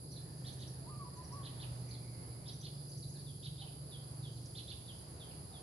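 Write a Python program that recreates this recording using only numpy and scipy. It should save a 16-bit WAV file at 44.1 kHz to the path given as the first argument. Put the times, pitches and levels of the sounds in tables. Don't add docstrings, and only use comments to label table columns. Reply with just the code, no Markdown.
import sys
import numpy as np
from scipy import signal
from scipy.fft import rfft, irfft
from scipy.io import wavfile
from scipy.ndimage import uniform_filter1d

SR = 44100
rng = np.random.default_rng(int(sys.argv[2]) if len(sys.argv) > 2 else 0)


def master(y):
    cut = np.clip(np.atleast_2d(y).T, -1, 1)
    pcm = np.round(cut * 32767)
    wavfile.write(sys.argv[1], SR, pcm.astype(np.int16))


N = 247842
T = np.arange(N) / SR
FREQS = np.maximum(np.fft.rfftfreq(N, 1 / SR), 1)

# freq_hz, relative_db
NEAR_WING_RESONANCE = [(8500, -36), (9600, -13), (10050, -8), (10310, 6.5), (10600, -3.5), (10770, 2),
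                       (11100, -16), (11750, -48)]
# start_s, end_s, level_db
BUZZ_PHRASES = [(-.1, .29, -60.5), (.44, 1.046, -62), (1.226, 1.843, -61.5), (1.977, 2.615, -61.5),
                (2.783, 3.458, -60), (3.605, 4.254, -61.5), (4.44, 5.04, -61.5), (5.262, 5.704, -60.5)]
# freq_hz, relative_db
FAR_WING_RESONANCE = [(8000, -47), (9000, -25), (9450, -10.5), (9800, -4.5), (10230, 2), (10450, -0.5),
                      (10750, -1.5), (11120, -10.5), (11520, -11.5), (11750, -32)]
# pitch_hz, pulse_rate_hz, level_db, left_minus_right_db
CRICKET_TRILLS = [(4593, 52, -75.5, -4), (4730, 38, -73.5, 3), (4910, 64, -73.5, -2)]
# freq_hz, relative_db
CHORUS_SPECTRUM = [(2800, -28), (3400, -17), (4200, 0.5), (4500, 3.5), (4750, 5.5), (5000, 4.5),
                   (5280, -4.5), (5600, -51), (7000, -64)]
# start_s, top_hz, end_hz, upstroke_db, downstroke_db, lower_voice_db
HARSH_CHIRPS = [(.444, 4710, 3300, -50, -47, -56), (0.591, 4650, 3080, -55, -51.5, -58),
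                (1.429, 4170, 2944, -55, -47, -52.5), (1.593, 4344, 2600, -49.5, -49, -54),
                (2.454, 5450, 3340, -55, -46.5, -52), (2.624, 4660, 3080, -51, -47, -54),
                (3.424, 4540, 3170, -51, -46, -51.5), (3.578, 4090, 2956, -52.5, -49, -57.5),
                (4.548, 4660, 3093, -48, -46, -50.5), (4.675, 4700, 2640, -48.5, -45.5, -57)]
# delay_s, gain_db
CHIRP_REFLECTIONS = [(.0065, -12), (.016, -13.5), (0.03, -14)]
# start_s, length_s, knee_hz, end_hz, level_db
FALLING_WHISTLES = [(3.258, 0.069, 3800, 3070, -60.5), (3.908, 0.074, 3806, 3033, -55),
                    (4.225, 0.075, 3860, 2936, -56.5), (4.875, 0.048, 3810, 2870, -53.5),
                    (5.195, 0.0585, 3830, 3020, -56), (5.522, 0.076, 3840, 3090, -59.5)]
# start_s, top_hz, level_db
SHORT_TWITTERS = [(0.123, 4690, -55), (.160, 4400, -51), (1.907, 5020, -50.5), (1.937, 4330, -53.5),
                  (2.916, 5150, -52), (3.024, 4750, -51.5), (3.155, 4450, -56.5), (3.191, 4950, -55),
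                  (3.668, 3000, -59), (4.362, 4250, -61.5), (5.303, 2950, -61)]
# start_s, top_hz, level_db
HIGH_PIPS = [(.110, 6100, -60.5), (.514, 6550, -63), (.590, 6450, -63), (.669, 5950, -57.5),
             (1.158, 6900, -67), (1.235, 5930, -59.5), (1.316, 5750, -57.5), (1.884, 6450, -61.5),
             (2.522, 6200, -61), (2.601, 6350, -56), (2.888, 6550, -63), (2.966, 6200, -59),
             (3.088, 7000, -62)]
# start_s, length_s, start_hz, held_hz, end_hz, onset_db
CROW_NOTES = [(0.815, 0.04, 665, 688, 687, -60), (0.852, 0.059, 880, 1010, 1080, -56.5),
              (0.889, 0.091, 1202, 1186, 1177, -56.5), (0.984, 0.059, 1170, 1156, 1105, -49),
              (1.033, 0.064, 1000, 1000, 976, -56.5), (1.156, 0.073, 965, 1015, 1007, -56),
              (1.299, 0.052, 932, 996, 1035, -55), (1.32, 0.11, 1105, 1152, 1062, -52)]
# start_s, length_s, top_hz, level_db
DISTANT_CALLS = [(.12, 0.75, 1780, -76), (1.05, 0.71, 1880, -77.5), (1.87, 0.072, 2320, -71),
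                 (1.80, 0.75, 2170, -75), (3.14, 0.08, 1730, -74), (3.61, 0.053, 810, -63),
                 (5.48, 0.2, 745, -64)]
# time_s, firing_rate_hz
FIRING_RATE = [(0, 24.7), (1.0, 26.6), (1.65, 24.7), (2.3, 23.7), (5.62, 23.9)]
# time_s, fifth_db, sixth_db
STRONG_HARMONICS = [(0, -63, -51), (.3, -48, -54), (.95, -51, -62.5), (1.2, -57.5, -65), (1.7, -44.5, -61),
                    (2.25, -51.5, -60.5), (2.6, -52.5, -50), (3.5, -56.5, -50.5), (3.9, -55.5, -53),
                    (4.25, -50, -50.5), (4.8, -58, -63.5), (5.62, -67, -63)]
# multiple, mean_level_db
WEAK_HARMONICS = [(3, -67.5), (4, -67), (7, -67), (11, -75), (12, -77), (14, -72.5)]
# time_s, gain_db
ENGINE_LOW_GAIN = [(0, -1.5), (1.1, 0), (1.45, 1), (1.68, 7), (1.9, 0), (2.6, -1), (4.0, -2.5), (5.62, 0)]
# freq_hz, relative_db
AIR_SPECTRUM = [(25, -31), (45, -7.5), (72, 1.5), (120, 3), (170, 1), (215, -8), (350, -8.5), (600, -14),
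                (1000, -20.5), (1600, -27), (2500, -32), (6600, -34), (7100, -38), (14500, -53.5)]
# freq_hz, correlation
AIR_CORRELATION = [(100, 0.95), (200, 0.83), (400, 0.73), (700, 0.25), (1200, -0.28), (1900, -0.23),
                   (3400, 0.094)]
# time_s, gain_db
MIDRANGE_GAIN = [(0, -.5), (1.5, 2), (2.4, 2.5), (3.2, -3), (4.05, 0.8), (4.55, -2.3), (5.62, 1.5)]
# time_s, gain_db
HIGH_HISS_GAIN = [(0, -4), (.6, 4), (.9, -5), (1.8, 2.5), (2.3, -2), (3.1, 4), (3.95, -2), (4.4, 5.5),
                  (5.62, 0)]

WING_STROKE_HZ, PHRASE_ATTACK_S, PHRASE_RELEASE_S = 136.5, 0.023, 0.03
CHIRP_RISE_S, CHIRP_TURN_S, CHIRP_FALL_S = 0.02386, .027, .026
CHIRP_START_HZ, CHIRP_OPEN_HZ = 3095, 4210
CHIRP_FLICK_HZ = 2602
TWITTER_S, TWITTER_START_RATIO, TWITTER_END_RATIO = .02, .87, 0.76
PIP_S, PIP_START_RATIO, PIP_END_RATIO = .025, .7, 0.9
FAR_END_RATIO = 0.96
CROW_SCOOP_S, CROW_FALL_S = 0.043, 0.061
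CROW_ATTACK_S, CROW_RELEASE_S, CROW_SAG_DB_PER_S = 0.025, 0.014, -15
ENGINE_FOLLOW = 0.11
RUMBLE_DB, RUMBLE_EBB_DB_PER_S = 0.85, -0.5
TOP_HZ = 15400


def undb(db):
    return 10 ** (np.asarray(db) / 20)


def level(x, db):
    return x * undb(db) / np.sqrt(np.mean(x ** 2))


def pan(db):
    return undb(np.array([[db], [-db]]) / 2)


def curve(points):
    return np.interp(T, *np.transpose(points))


def across(points):
    hz, value = np.transpose(points)
    return np.interp(np.log(FREQS), np.log(hz), value)


def colour(x, points):
    return irfft(rfft(x) * undb(across(points)), N)


def resonate(x, hz, width_hz):
    return irfft(rfft(x) / (1 + 1j * (FREQS / hz - hz / FREQS) * hz / width_hz) ** 2, N)


def below(x, hz):
    return irfft(rfft(x) / (1 + (FREQS / hz) ** 4), N)


def walk(rate_hz):
    k = max(int(SR / rate_hz), 1)
    steps = np.repeat(rng.standard_normal(N // k + 1), k)
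    return 1.31 * uniform_filter1d(uniform_filter1d(steps, k), k)[:N]


def tone(hz):
    return np.sqrt(2) * np.sin(2 * np.pi * (np.cumsum(hz) / SR + rng.random()))


def add(track, start_s, sound):
    i = max(int(start_s * SR), 0)
    track[i:i + len(sound)] += sound[:max(N - i, 0)]


def sweep(length_s, from_hz, to_hz, bend):
    return to_hz + (from_hz - to_hz) * np.linspace(1, 0, max(int(length_s * SR), 64)) ** bend


def rasp(count, depth, rate_hz):
    flutter = uniform_filter1d(rng.standard_normal(count), int(SR / rate_hz)) * np.sqrt(SR / rate_hz)
    return (1 + depth * flutter) / np.sqrt(1 + depth ** 2)


def stroke(hz, waver, harsh):
    count = len(hz)
    swell = np.abs(np.sin(np.pi * np.linspace(0, 1, count))) ** .65
    return tone(hz * (1 + waver * walk(636)[:count])) * swell * rasp(count, harsh, 1100)


def arch(length_s, start_hz, top_hz, end_hz, waver, waver_rate_hz):
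    u = np.linspace(0, 1, max(int(length_s * SR), 64))
    hz = np.interp(u, [0, .5, 1], [start_hz, top_hz, end_hz])
    hz = uniform_filter1d(hz, len(u) // 6, mode="nearest")
    knots = rng.standard_normal(int(length_s * waver_rate_hz) + 2)
    hz = hz * (1 + waver * np.interp(u, np.linspace(0, 1, len(knots)), knots))
    return tone(hz) * np.sqrt(np.abs(np.sin(np.pi * u)))


def notes(table, start_ratio, end_ratio, waver, waver_rate_hz, harsh, harsh_rate_hz):
    out = np.zeros(N)
    for start_s, length_s, top_hz, db in table:
        note = arch(length_s, start_ratio * top_hz, top_hz, end_ratio * top_hz, waver, waver_rate_hz)
        add(out, start_s, undb(db) * note * rasp(len(note), harsh, harsh_rate_hz))
    return out


def outdoors(x, lag_ms, pan_db, leaves_db, leaves_t60, trees_db, trees_t60):
    t = T[:SR]
    tails = 0
    for db, t60 in (leaves_db, leaves_t60), (trees_db, trees_t60):
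        tail = rng.standard_normal((2, SR)) * np.exp(-np.log(1000) * t / t60) * (1 - np.exp(-t / .007))
        tails = tails + undb(db) * tail / np.sqrt(np.sum(tail ** 2) / 2)
    late = irfft(rfft(x) * np.exp(-2j * np.pi * FREQS * lag_ms / 1000), N)
    scattered = signal.fftconvolve(x[None], tails, axes=1)[:, :N]
    power = 1 + undb(leaves_db) ** 2 + undb(trees_db) ** 2
    return pan(pan_db) * (np.array([late, x]) + scattered) / np.sqrt(power)


def near_bush_cricket(stroke_share=0.35, scrape_db=-3, drift=.004, jitter=.003):
    turns = np.cumsum(WING_STROKE_HZ * (1 + drift * walk(5) + jitter * walk(130))) / SR
    snaps = np.diff(np.floor(turns), prepend=0)
    scrape = np.exp(-(turns % 1) / stroke_share) * rng.standard_normal(N)
    buzz = level(colour(level(snaps, 0) + level(scrape, scrape_db), NEAR_WING_RESONANCE), 0)
    effort = np.zeros(N)
    for start_s, end_s, db in BUZZ_PHRASES:
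        ramps = np.minimum((T - start_s) / PHRASE_ATTACK_S, (end_s - T) / PHRASE_RELEASE_S)
        effort += undb(db) * np.clip(ramps, 0, 1)
    return outdoors(buzz * effort * undb(2.0 * walk(12)), lag_ms=0.255, pan_db=-4.0,
                    leaves_db=0.5, leaves_t60=0.03, trees_db=-11, trees_t60=0.51)


def far_bush_crickets(db=-59.0, pan_db=-1):
    band = level(colour(rng.standard_normal((2, N)), FAR_WING_RESONANCE), db)
    return band * pan(pan_db) * undb(0.21 * walk(2.8) + 0.59 * walk(45))


def cricket_trills(sag=0.044, swell_db=3.0):
    out = 0
    for hz, rate_hz, db, pan_db in CRICKET_TRILLS:
        cycle = np.cumsum(rate_hz * (1 + .05 * walk(20))) / SR % 1
        pitch = hz * (1 + sag * (.5 - cycle) + .008 * walk(60))
        pulses = np.sin(np.pi * cycle) ** 2 * tone(pitch)
        song = level(pulses * undb(swell_db * walk(4.97)), db)
        out = out + outdoors(song, lag_ms=0, pan_db=pan_db,
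                             leaves_db=0, leaves_t60=.06, trees_db=-6, trees_t60=.5)
    return out


def cricket_chorus():
    chorus = level(colour(rng.standard_normal((2, N)), CHORUS_SPECTRUM), -65.0)
    out = chorus * undb(0.67 * walk(35) + .5 * walk(3.9)) * pan(-2.3)
    for hz, width_hz, db, pan_db in (6520, 870, -78, -6), (7484, 220, -78.5, 9.1), (8610, 500, -85.0, 11.3):
        out = out + level(resonate(rng.standard_normal((2, N)), hz, width_hz), db) * pan(pan_db)
    return out


def chirper(flick_s=.01, lower_ratio=.84, upper_ratio=1.17, upper_db=-9, bend=1.302, open_bend=1.15):
    out = np.zeros(N)
    clear, hoarse = dict(waver=.02, harsh=.48), dict(waver=.04, harsh=1.2)
    for start_s, top_hz, end_hz, up_db, down_db, lower_db in HARSH_CHIRPS:
        turn_s = start_s + CHIRP_TURN_S
        rise = sweep(CHIRP_RISE_S, CHIRP_START_HZ, CHIRP_OPEN_HZ, open_bend)
        fall = sweep(CHIRP_FALL_S, top_hz, end_hz, bend)
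        peak = np.concatenate([sweep(flick_s, CHIRP_FLICK_HZ, top_hz, 0.98), fall])
        lower = sweep(CHIRP_FALL_S, lower_ratio * top_hz, .9 * end_hz, bend)
        add(out, start_s, undb(up_db) * stroke(rise, **clear))
        add(out, turn_s - flick_s, undb(down_db) * stroke(peak, **clear))
        add(out, turn_s, undb(lower_db) * stroke(lower, **clear))
        add(out, turn_s - flick_s, undb(down_db + upper_db) * stroke(upper_ratio * peak, **hoarse))
    out = colour(out, [(1700, -3), (2700, -4.0), (4800, -2), (5700, -4), (8500, -15)])
    out = out + sum(undb(db) * np.interp(T - lag_s, T, out, left=0) for lag_s, db in CHIRP_REFLECTIONS)
    return outdoors(out, lag_ms=0.29, pan_db=-4.0,
                    leaves_db=-3.3, leaves_t60=0.16, trees_db=-4.5, trees_t60=0.8)


def whistler(start_hz=4500, drop_s=0.00504, upper_ratio=1.2, upper_db=-11, fade_db=-5):
    out = np.zeros(N)
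    for start_s, length_s, knee_hz, end_hz, db in FALLING_WHISTLES:
        t = np.arange(int(length_s * SR)) / SR
        drop = (start_hz - knee_hz) * np.exp(-t / drop_s)
        hz = knee_hz + drop + (end_hz - knee_hz) * (t / length_s) ** .8
        fade = undb(fade_db * (t / length_s - .5))
        add(out, start_s, undb(db) * fade * stroke(hz, waver=.01, harsh=.35))
        add(out, start_s, undb(db + upper_db) * stroke(upper_ratio * hz, waver=.035, harsh=1.2))
    return outdoors(out, lag_ms=0.23, pan_db=-3.0,
                    leaves_db=-4.5, leaves_t60=.2, trees_db=-3.5, trees_t60=0.72)


def twitters():
    rows = [(start_s, TWITTER_S, hz, db) for start_s, hz, db in SHORT_TWITTERS]
    out = notes(rows, TWITTER_START_RATIO, TWITTER_END_RATIO,
                waver=0.039, waver_rate_hz=550, harsh=0.42, harsh_rate_hz=1200)
    return outdoors(out, lag_ms=0.26, pan_db=-2.0,
                    leaves_db=-7.0, leaves_t60=0.075, trees_db=-0.5, trees_t60=0.34)


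def pips():
    rows = [(start_s, PIP_S, hz, db) for start_s, hz, db in HIGH_PIPS]
    out = notes(rows, PIP_START_RATIO, PIP_END_RATIO,
                waver=0.032, waver_rate_hz=540, harsh=0.71, harsh_rate_hz=990)
    return outdoors(out, lag_ms=-0.492, pan_db=-1.5,
                    leaves_db=-4, leaves_t60=0.27, trees_db=-7, trees_t60=0.4)


def rooster(rough=0.007, octave_db=-29, quaver_db=1.16):
    out = np.zeros(N)
    for start_s, length_s, start_hz, held_hz, end_hz, db in CROW_NOTES:
        since, left = T - start_s, start_s + length_s - T
        scoop = np.clip(1 - since / CROW_SCOOP_S, 0, 1)
        fall = np.clip(1 - left / CROW_FALL_S, 0, 1)
        pitch = held_hz + (start_hz - held_hz) * scoop * (2 - scoop) + (end_hz - held_hz) * fall
        pitch = pitch * (1 + rough * walk(250))
        effort = np.clip(np.minimum(since / CROW_ATTACK_S, left / CROW_RELEASE_S), 0, 1)
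        effort = effort * undb(db + CROW_SAG_DB_PER_S * np.clip(since, 0, length_s))
        voice = tone(pitch) + undb(octave_db) * tone(2 * pitch)
        out += effort * undb(quaver_db * walk(89.5)) * voice
    return outdoors(out, lag_ms=-.11, pan_db=-.5,
                    leaves_db=-9.5, leaves_t60=.22, trees_db=-8.5, trees_t60=1.0)


def far_calls():
    out = notes(DISTANT_CALLS, FAR_END_RATIO, FAR_END_RATIO,
                waver=0.059, waver_rate_hz=260, harsh=0.83, harsh_rate_hz=280)
    return outdoors(out, lag_ms=0, pan_db=-9.0,
                    leaves_db=-1.0, leaves_t60=0.11, trees_db=-2.5, trees_t60=0.57)


def stem_tick(start_s=4.458, db=-58, decay_s=0.0076):
    out, t = np.zeros(N), T[:SR // 20]
    add(out, start_s, rng.standard_normal(len(t)) * np.exp(-t / decay_s))
    snap = undb(db) * colour(out, [(2400, -22), (3700, 3), (5800, 16.0), (7200, 2), (10000, -22)])
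    return outdoors(snap, lag_ms=0, pan_db=-3,
                    leaves_db=-10, leaves_t60=.05, trees_db=-16, trees_t60=.4)


def engine(lope_db=2.0, fading_db=0.7):
    rate_hz = curve(FIRING_RATE)
    time_s, *fades = np.transpose(STRONG_HARMONICS)
    fifth_db, sixth_db = (np.interp(T, time_s, db) for db in fades)
    out = np.zeros(N)
    for k, db in (5, fifth_db), (6, sixth_db):
        out += tone(k * rate_hz) * undb(db + fading_db * walk(7))
    follow_db = ENGINE_FOLLOW * (fifth_db - fifth_db.mean())
    for k, db in WEAK_HARMONICS:
        out += tone(round(k) * rate_hz) * undb(db + follow_db + 0.38 * walk(4.2))
    return out * undb(lope_db * walk(24.03)) * pan(-1.6)


def air():
    mid, side = rfft(rng.standard_normal((2, N)))
    alike = np.clip(across(AIR_CORRELATION), -1, 1)
    pair = irfft(mid * np.sqrt(1 + alike) + np.array([[1], [-1]]) * side * np.sqrt(1 - alike), N)
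    sound = level(colour(pair, AIR_SPECTRUM), -51.5)
    lowest, low, middle = below(sound, 110), below(sound, 530), below(sound, 4100)
    throb = lowest * undb(curve(ENGINE_LOW_GAIN))
    rumble = (low - lowest) * undb(RUMBLE_DB + RUMBLE_EBB_DB_PER_S * T)
    midrange = (middle - low) * undb(curve(MIDRANGE_GAIN) + 1.75 * walk(7))
    hiss = (sound - middle) * undb(curve(HIGH_HISS_GAIN) + 0.68 * walk(4.0))
    return (throb + rumble) * pan(-0.9) + midrange * pan(-2.4) + hiss * pan(-4.5)


def scene():
    insects = near_bush_cricket() + far_bush_crickets() + cricket_trills() + cricket_chorus()
    birds = chirper() + whistler() + twitters() + pips() + rooster() + far_calls()
    return insects + birds + stem_tick() + engine() + air()


def record(dry):
    return signal.sosfilt(signal.ellip(8, .2, 70, TOP_HZ, fs=SR, output="sos"), dry)


dry = scene()
out = record(dry)
master(out)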